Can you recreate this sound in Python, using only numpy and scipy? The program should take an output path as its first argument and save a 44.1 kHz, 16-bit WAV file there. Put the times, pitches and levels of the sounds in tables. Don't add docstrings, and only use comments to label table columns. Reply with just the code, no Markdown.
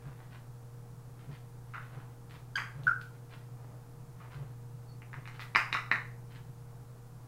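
import sys
import numpy as np
from scipy import signal
from scipy.fft import rfft, irfft, next_fast_len
from scipy.io import wavfile
from scipy.ndimage import map_coordinates

SR = 44100
rng = np.random.default_rng(int(sys.argv[2]) if len(sys.argv) > 2 else 0)


def wav_record(signal):
    frames = np.transpose(np.atleast_2d(signal))
    bounded = np.clip(frames, -1, 1)
    quanta = np.round(bounded * 32767).astype(np.int16)
    wavfile.write(sys.argv[1], SR, quanta)


N = 321003
TIME = np.arange(N) / SR


def amp(db):
    return 10 ** (np.asarray(db) / 20)


def unit(x):
    return x / np.sqrt(np.mean(x ** 2) + 1e-20)


def along(points, hz):
    f, v = np.transpose(points)
    return np.interp(np.log(hz + 1), np.log(f), v)


def filtered(x, response):
    m = next_fast_len(len(x) + 8192)
    return irfft(rfft(x, m) * response(np.fft.rfftfreq(m, 1 / SR)), m)[:len(x)]


def noise_through(count, response):
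    return unit(filtered(rng.standard_normal(count), response))


def impulse(gain, size=2048):
    cepstrum = irfft(np.log(gain(np.fft.rfftfreq(size, 1 / SR)) + 1e-9))
    cepstrum[1:size // 2] *= 2
    cepstrum[size // 2 + 1:] = 0
    pulse = irfft(np.exp(rfft(cepstrum)))
    return pulse / np.abs(pulse).max()


def resonance(f, hz, width):
    return f * width / np.hypot(hz * hz - f * f, f * width)


def swell(length):
    t = np.arange(-SR // 5, SR // 5) / SR
    return t, 2 ** -(2 * t / length) ** 2


def wobble(rate):
    knots = rng.standard_normal(int(N * rate / SR) + 4)
    return map_coordinates(knots, [TIME * rate])


def add(track, s, x):
    start = round(s * SR)
    x = x[max(-start, 0):N - start]
    track[max(start, 0):][:len(x)] += x


# f/Hz, t60/s
ROOM_DECAY = [(200, 0.29), (800, 0.46), (2000, 0.35), (5000, 0.36), (12000, 0.44)]
# delay t/s, level/dB before the event's room level
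WALL_ECHOES = [(.008, -10.5), (0.01, -8.5), (.0165, -18.5), (0.023, -18.5), (.043, -11.5)]
# f/Hz, level/dB
OFF_AXIS = [(2500, -2.5), (5000, -1.5), (7000, -13), (9000, -14), (15000, -27)]


def room(x, room_db, tail_db=1.0, build_s=0.00067):
    hz, t, z = signal.stft(rng.standard_normal(SR // 2), SR, nperseg=256)
    decay = amp(-60 * t / along(ROOM_DECAY, hz)[:, None])
    build = 1 - np.exp(-(t / build_s) ** 2)
    tail = signal.istft(z * decay * build, SR, nperseg=256)[1]
    paths = np.zeros(len(tail))
    paths[0] = 1
    for delay, db in WALL_ECHOES:
        paths[round(delay * SR)] += amp(db + room_db)
    dull = impulse(lambda f: amp(along(OFF_AXIS, f)))
    early = signal.fftconvolve(paths, dull / dull.sum())[:len(tail)]
    diffuse = amp(tail_db + room_db) * tail / np.linalg.norm(tail)
    return signal.fftconvolve(x, early + diffuse)


# t/s, level/dB before ring and room, hollow f/Hz, hardness/dB, upper ring f/Hz
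BEAK_CLICKS = [(1.738, -35.5, 1370, -6.5, 3720), (1.756, -36, 1500, -3, 3600),
               (2.559, -35.5, 2950, 11.5, 4900), (2.577, -24, 1730, 0.5, 2920),
               (2.872, -40.5, 1700, 8, 5300), (4.204, -48, 1220, -7, 3670), (5.020, -41.5, 2230, 1, 2700),
               (5.131, -34.5, 1720, -3.5, 3400), (5.142, -32.5, 1270, 1, 3600),
               (5.256, -36, 2310, 1.5, 3575), (5.276, -31.5, 1770, 5.5, 4150),
               (5.395, -30.5, 1530, 4, 3800), (5.422, -32.5, 1740, 2.5, 3950),
               (5.5499, -15.5, 2320, -5.5, 3800), (5.559, -6, 1770, 2.5, 4920),
               (5.728, -15.5, 2900, 2.5, 3802), (5.744, -20, 2120, -2, 5300),
               (5.7495, -17.5, 1280, -3.5, 2300), (5.915, -9.5, 1856, -3.5, 3840)]
# f/Hz, level/dB
BEAK_TONE = [(120, -7), (250, 0), (520, -9), (780, -2), (1130, 5), (1550, 1), (1950, 2.5), (2450, 0),
             (2900, -5), (3350, -19), (4000, -16.5), (5500, -14), (7500, -20), (15000, -29)]
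# t/s, room level/dB
BEAK_WETNESS = [(2.6, 8), (4.2, 6.5), (5.15, -0.5)]
HOLLOW_WIDTH_HZ, WIDTH_OCTAVES_PER_DB = 1200, 0.38
TREBLE_DB, TREBLE_PER_DB = -1.5, 1.56
RING_DB, RING_HOLLOW_HZ, RING_DB_PER_OCTAVE = -21.5, 1905, 15.5
WIRE_DB, WIRE_GROWS, WIRE_DB_PER_HARD_DB = -23.5, 0.16, 0.4


def clicks(skirt=0.23, ring_t60=0.0034, touch_db=-22, touch_lead_s=0.0025):
    out = np.zeros(N)
    for s, db, hollow_hz, hard_db, ring_hz in BEAK_CLICKS:
        width_hz = HOLLOW_WIDTH_HZ * 2 ** (WIDTH_OCTAVES_PER_DB * hard_db)
        treble = [(3000, 0.0015), (7000, TREBLE_DB + TREBLE_PER_DB * hard_db)]

        def beak_gain(f):
            contact = amp(along(BEAK_TONE, f) + along(treble, f))
            return contact * (skirt + resonance(f, hollow_hz, width_hz) ** 2)

        pulse = impulse(beak_gain)
        t = np.arange(len(pulse)) / SR
        ring = np.sin(2 * np.pi * ring_hz * t) * t * 1000 ** (-t / ring_t60)
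        ring_db = RING_DB + RING_DB_PER_OCTAVE * np.log2(hollow_hz / RING_HOLLOW_HZ)
        snap = amp(db) * (pulse + amp(ring_db) * ring / ring.max())
        room_db = np.interp(s, *np.transpose(BEAK_WETNESS))
        add(out, s - touch_lead_s, amp(touch_db) * room(snap, room_db))
        add(out, s, room(snap, room_db))
        wire_db = db + WIRE_DB + WIRE_GROWS * db + WIRE_DB_PER_HARD_DB * hard_db
        add(out, s, amp(wire_db) * wires())
    return out


# f/Hz, relative level/dB before random scatter, t60/s
BAR_MODES = [(936, 0, 0.17), (1220, -10, .3), (1400, -8.5, 0.39), (1560, -12, 0.28), (1888, -6.5, 0.4),
             (1990, 8, 0.38), (1985, -11, .38), (2095, 9, 0.32), (2180, -3.5, .3), (2307, -12, 0.29)]


def wires(scatter_db=4.5, attack_s=0.003):
    t = np.arange(SR // 2) / SR
    ring = np.zeros(len(t))
    for hz, db, t60 in BAR_MODES:
        strength = amp(db + rng.normal(0, scatter_db))
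        ring += strength * 1000 ** (-t / t60) * np.sin(2 * np.pi * (hz * t + rng.random()))
    return ring * (1 - np.exp(-(t / attack_s) ** 2)) / np.sqrt(len(BAR_MODES))


# t/s, length t/s, f/Hz, level/dB before the room, overtones level/dB, room level/dB
BIRD_CALLS = [(2.5584, 0.0038, 1599, -24.5, -1.5, -2.5), (2.569, 0.0065, 1601, -27.5, -13, -2),
              (2.8714, .0036, 1470, -17, -37.5, 2), (2.893, 0.0081, 1407, -25, -57, -17),
              (2.915, 0.0072, 1400, -24.5, -55, -7), (4.906, .036, 4430, -63.5, -42, -4)]
# multiple of its pitch, level/dB before the call's overtone level
CALL_OVERTONES = [(2, -6), (3, -8), (4, -15), (5, -25)]
GLIDE_OCTAVES_PER_S, RASP = -.5, 0.22


def calls(rasp_hz=260):
    out = np.zeros(N)
    for s, length, hz, db, overtone_db, room_db in BIRD_CALLS:
        t, bell = swell(length)
        flutter = noise_through(len(t), lambda f: 1 / (1 + (f / rasp_hz) ** 2))
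        pitch_hz = hz * 2 ** (GLIDE_OCTAVES_PER_S * t)
        phase = 2 * np.pi * np.cumsum(pitch_hz) / SR + RASP * flutter
        tone = bell * np.sin(phase)
        for multiple, partial_db in CALL_OVERTONES:
            tone = tone + amp(overtone_db + partial_db) * bell ** 2 * np.sin(round(multiple) * phase)
        add(out, s + t[0], amp(db) * room(tone, room_db))
    return out


# t/s, length t/s, thud tone's level/dB, sole scuff's level/dB before the scuffs' common trim
PERCH_STEPS = [(0.082, 0.039, -39, -58), (1.305, 0.057, -39, -66), (1.978, 0.021, -40, -54.5),
               (2.791, 0.058, -40, -63), (2.857, 0.046, -38.5, -61), (4.414, 0.094, -39, -61.5),
               (5.185, .036, -42.5, -61)]
PERCH_HZ, SWAY_DB = 140.5, -15.5


def thuds(rattle_db=-16):
    out = np.zeros(N)
    for s, length, db, _ in PERCH_STEPS:
        t, bell = swell(length)
        rattle = noise_through(len(t), lambda f: resonance(f, PERCH_HZ, 390) ** 2)
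        sway = noise_through(len(t), lambda f: resonance(f, 57, 40) ** 2)
        tone = np.sin(2 * np.pi * (PERCH_HZ * t + rng.random()))
        boom = tone + amp(rattle_db) * rattle + amp(SWAY_DB) * sway
        add(out, s + t[0], amp(db) * bell * boom)
    return out


# t/s, length t/s, level/dB before the common trim and the room
CLAW_SCUFFS = [(.215, 0.074, -59.5), (.342, 0.057, -55.5), (1.22, 0.054, -59), (1.335, 0.038, -55),
               (1.85, 0.071, -56.5), (2.309, 0.022, -55), (2.343, 0.041, -55.5), (2.838, 0.0073, -52.5),
               (3.015, 0.014, -55.5), (3.331, 0.044, -53.5), (3.676, 0.26, -61.5), (4.236, 0.1, -57),
               (4.335, 0.047, -53.5), (5.35, 0.044, -55.5), (5.412, 0.024, -48), (6.315, 0.034, -59.5),
               (6.361, 0.035, -54.5)]
# f/Hz, level/dB
ROPE_TONE = [(300, -7), (900, 0.5), (1700, 2.5), (3000, -4), (4300, -9), (6000, -19.5), (14000, -22)]
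SCUFF_S, SCUFF_BRIGHTENS = 0.041, 4.1
FOOT_S, FOOT_LEAD_S = 0.11, .01
FIDGETS_PER_S, FIDGET_S, FIDGET_DB, CLIMB_END_S = 2, 0.055, -67, 6.1


def scuffs(grains_per_s=600, scatter_db=5, room_db=-1, trim_db=-4):
    out = np.zeros(N)
    feet = [(s - FOOT_LEAD_S, FOOT_S, db) for s, _, _, db in PERCH_STEPS]
    fidget_times = CLIMB_END_S * rng.random(round(FIDGETS_PER_S * CLIMB_END_S))
    fidgets = [(s, FIDGET_S, FIDGET_DB) for s in fidget_times]
    for s, length, db in [*CLAW_SCUFFS, *feet, *fidgets]:
        t, bell = swell(length)
        tilt_db = SCUFF_BRIGHTENS * np.log2(SCUFF_S / length)
        caught = rng.random(len(t)) < grains_per_s / SR
        sizes = amp(scatter_db * rng.standard_normal(len(t)))
        ticks = caught * rng.choice([-1, 1], len(t)) * sizes

        def rope_gain(f):
            return amp(along(ROPE_TONE, f) + tilt_db * np.log2(np.clip(f, 700, 6000)))

        scuff = unit(filtered(ticks, rope_gain))
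        add(out, s + t[0], amp(db + trim_db) * room(bell * scuff, room_db))
    return out


# f/Hz, middle level/dB rms
HUM_LINES = [(120, -49.5), (240, -82.5), (300, -83.5), (471.5, -66.5)]
# f/Hz, half-width f/Hz, level/dB rms
RUMBLE_BANDS = [(59.6, 5.1, -68.5), (131, 7.1, -59.5), (152.7, 11.8, -60), (265, 23, -75)]


def appliance(waver_db=1.58):
    out = np.zeros(N)
    for hz, db in HUM_LINES:
        level = amp(db + waver_db * wobble(2.78))
        out += level * np.sqrt(2) * np.sin(2 * np.pi * (hz * TIME + rng.random()))
    for hz, width, db in RUMBLE_BANDS:
        out += amp(db) * noise_through(N, lambda f: resonance(f, hz, 2 * width) ** 2)
    return out


# f/Hz, relative level/dB
AIR_TONE = [(20, 5.5), (45, -2), (90, -3), (200, -4.5), (330, -8.5), (560, -13), (800, -10.5), (1300, -16),
            (2000, -25), (3000, -30), (6000, -28.5), (10000, -29), (15500, -32)]


def air(level_db=-57):
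    return amp(level_db) * noise_through(N, lambda f: amp(along(AIR_TONE, f)))


def scene():
    bird = clicks() + calls() + scuffs() + thuds()
    return (bird + appliance() + air())[None]


TOP_HZ = 15800


def record(dry):
    return np.array([filtered(x, lambda hz: hz < TOP_HZ) for x in dry])


dry = scene()
out = record(dry)
wav_record(out)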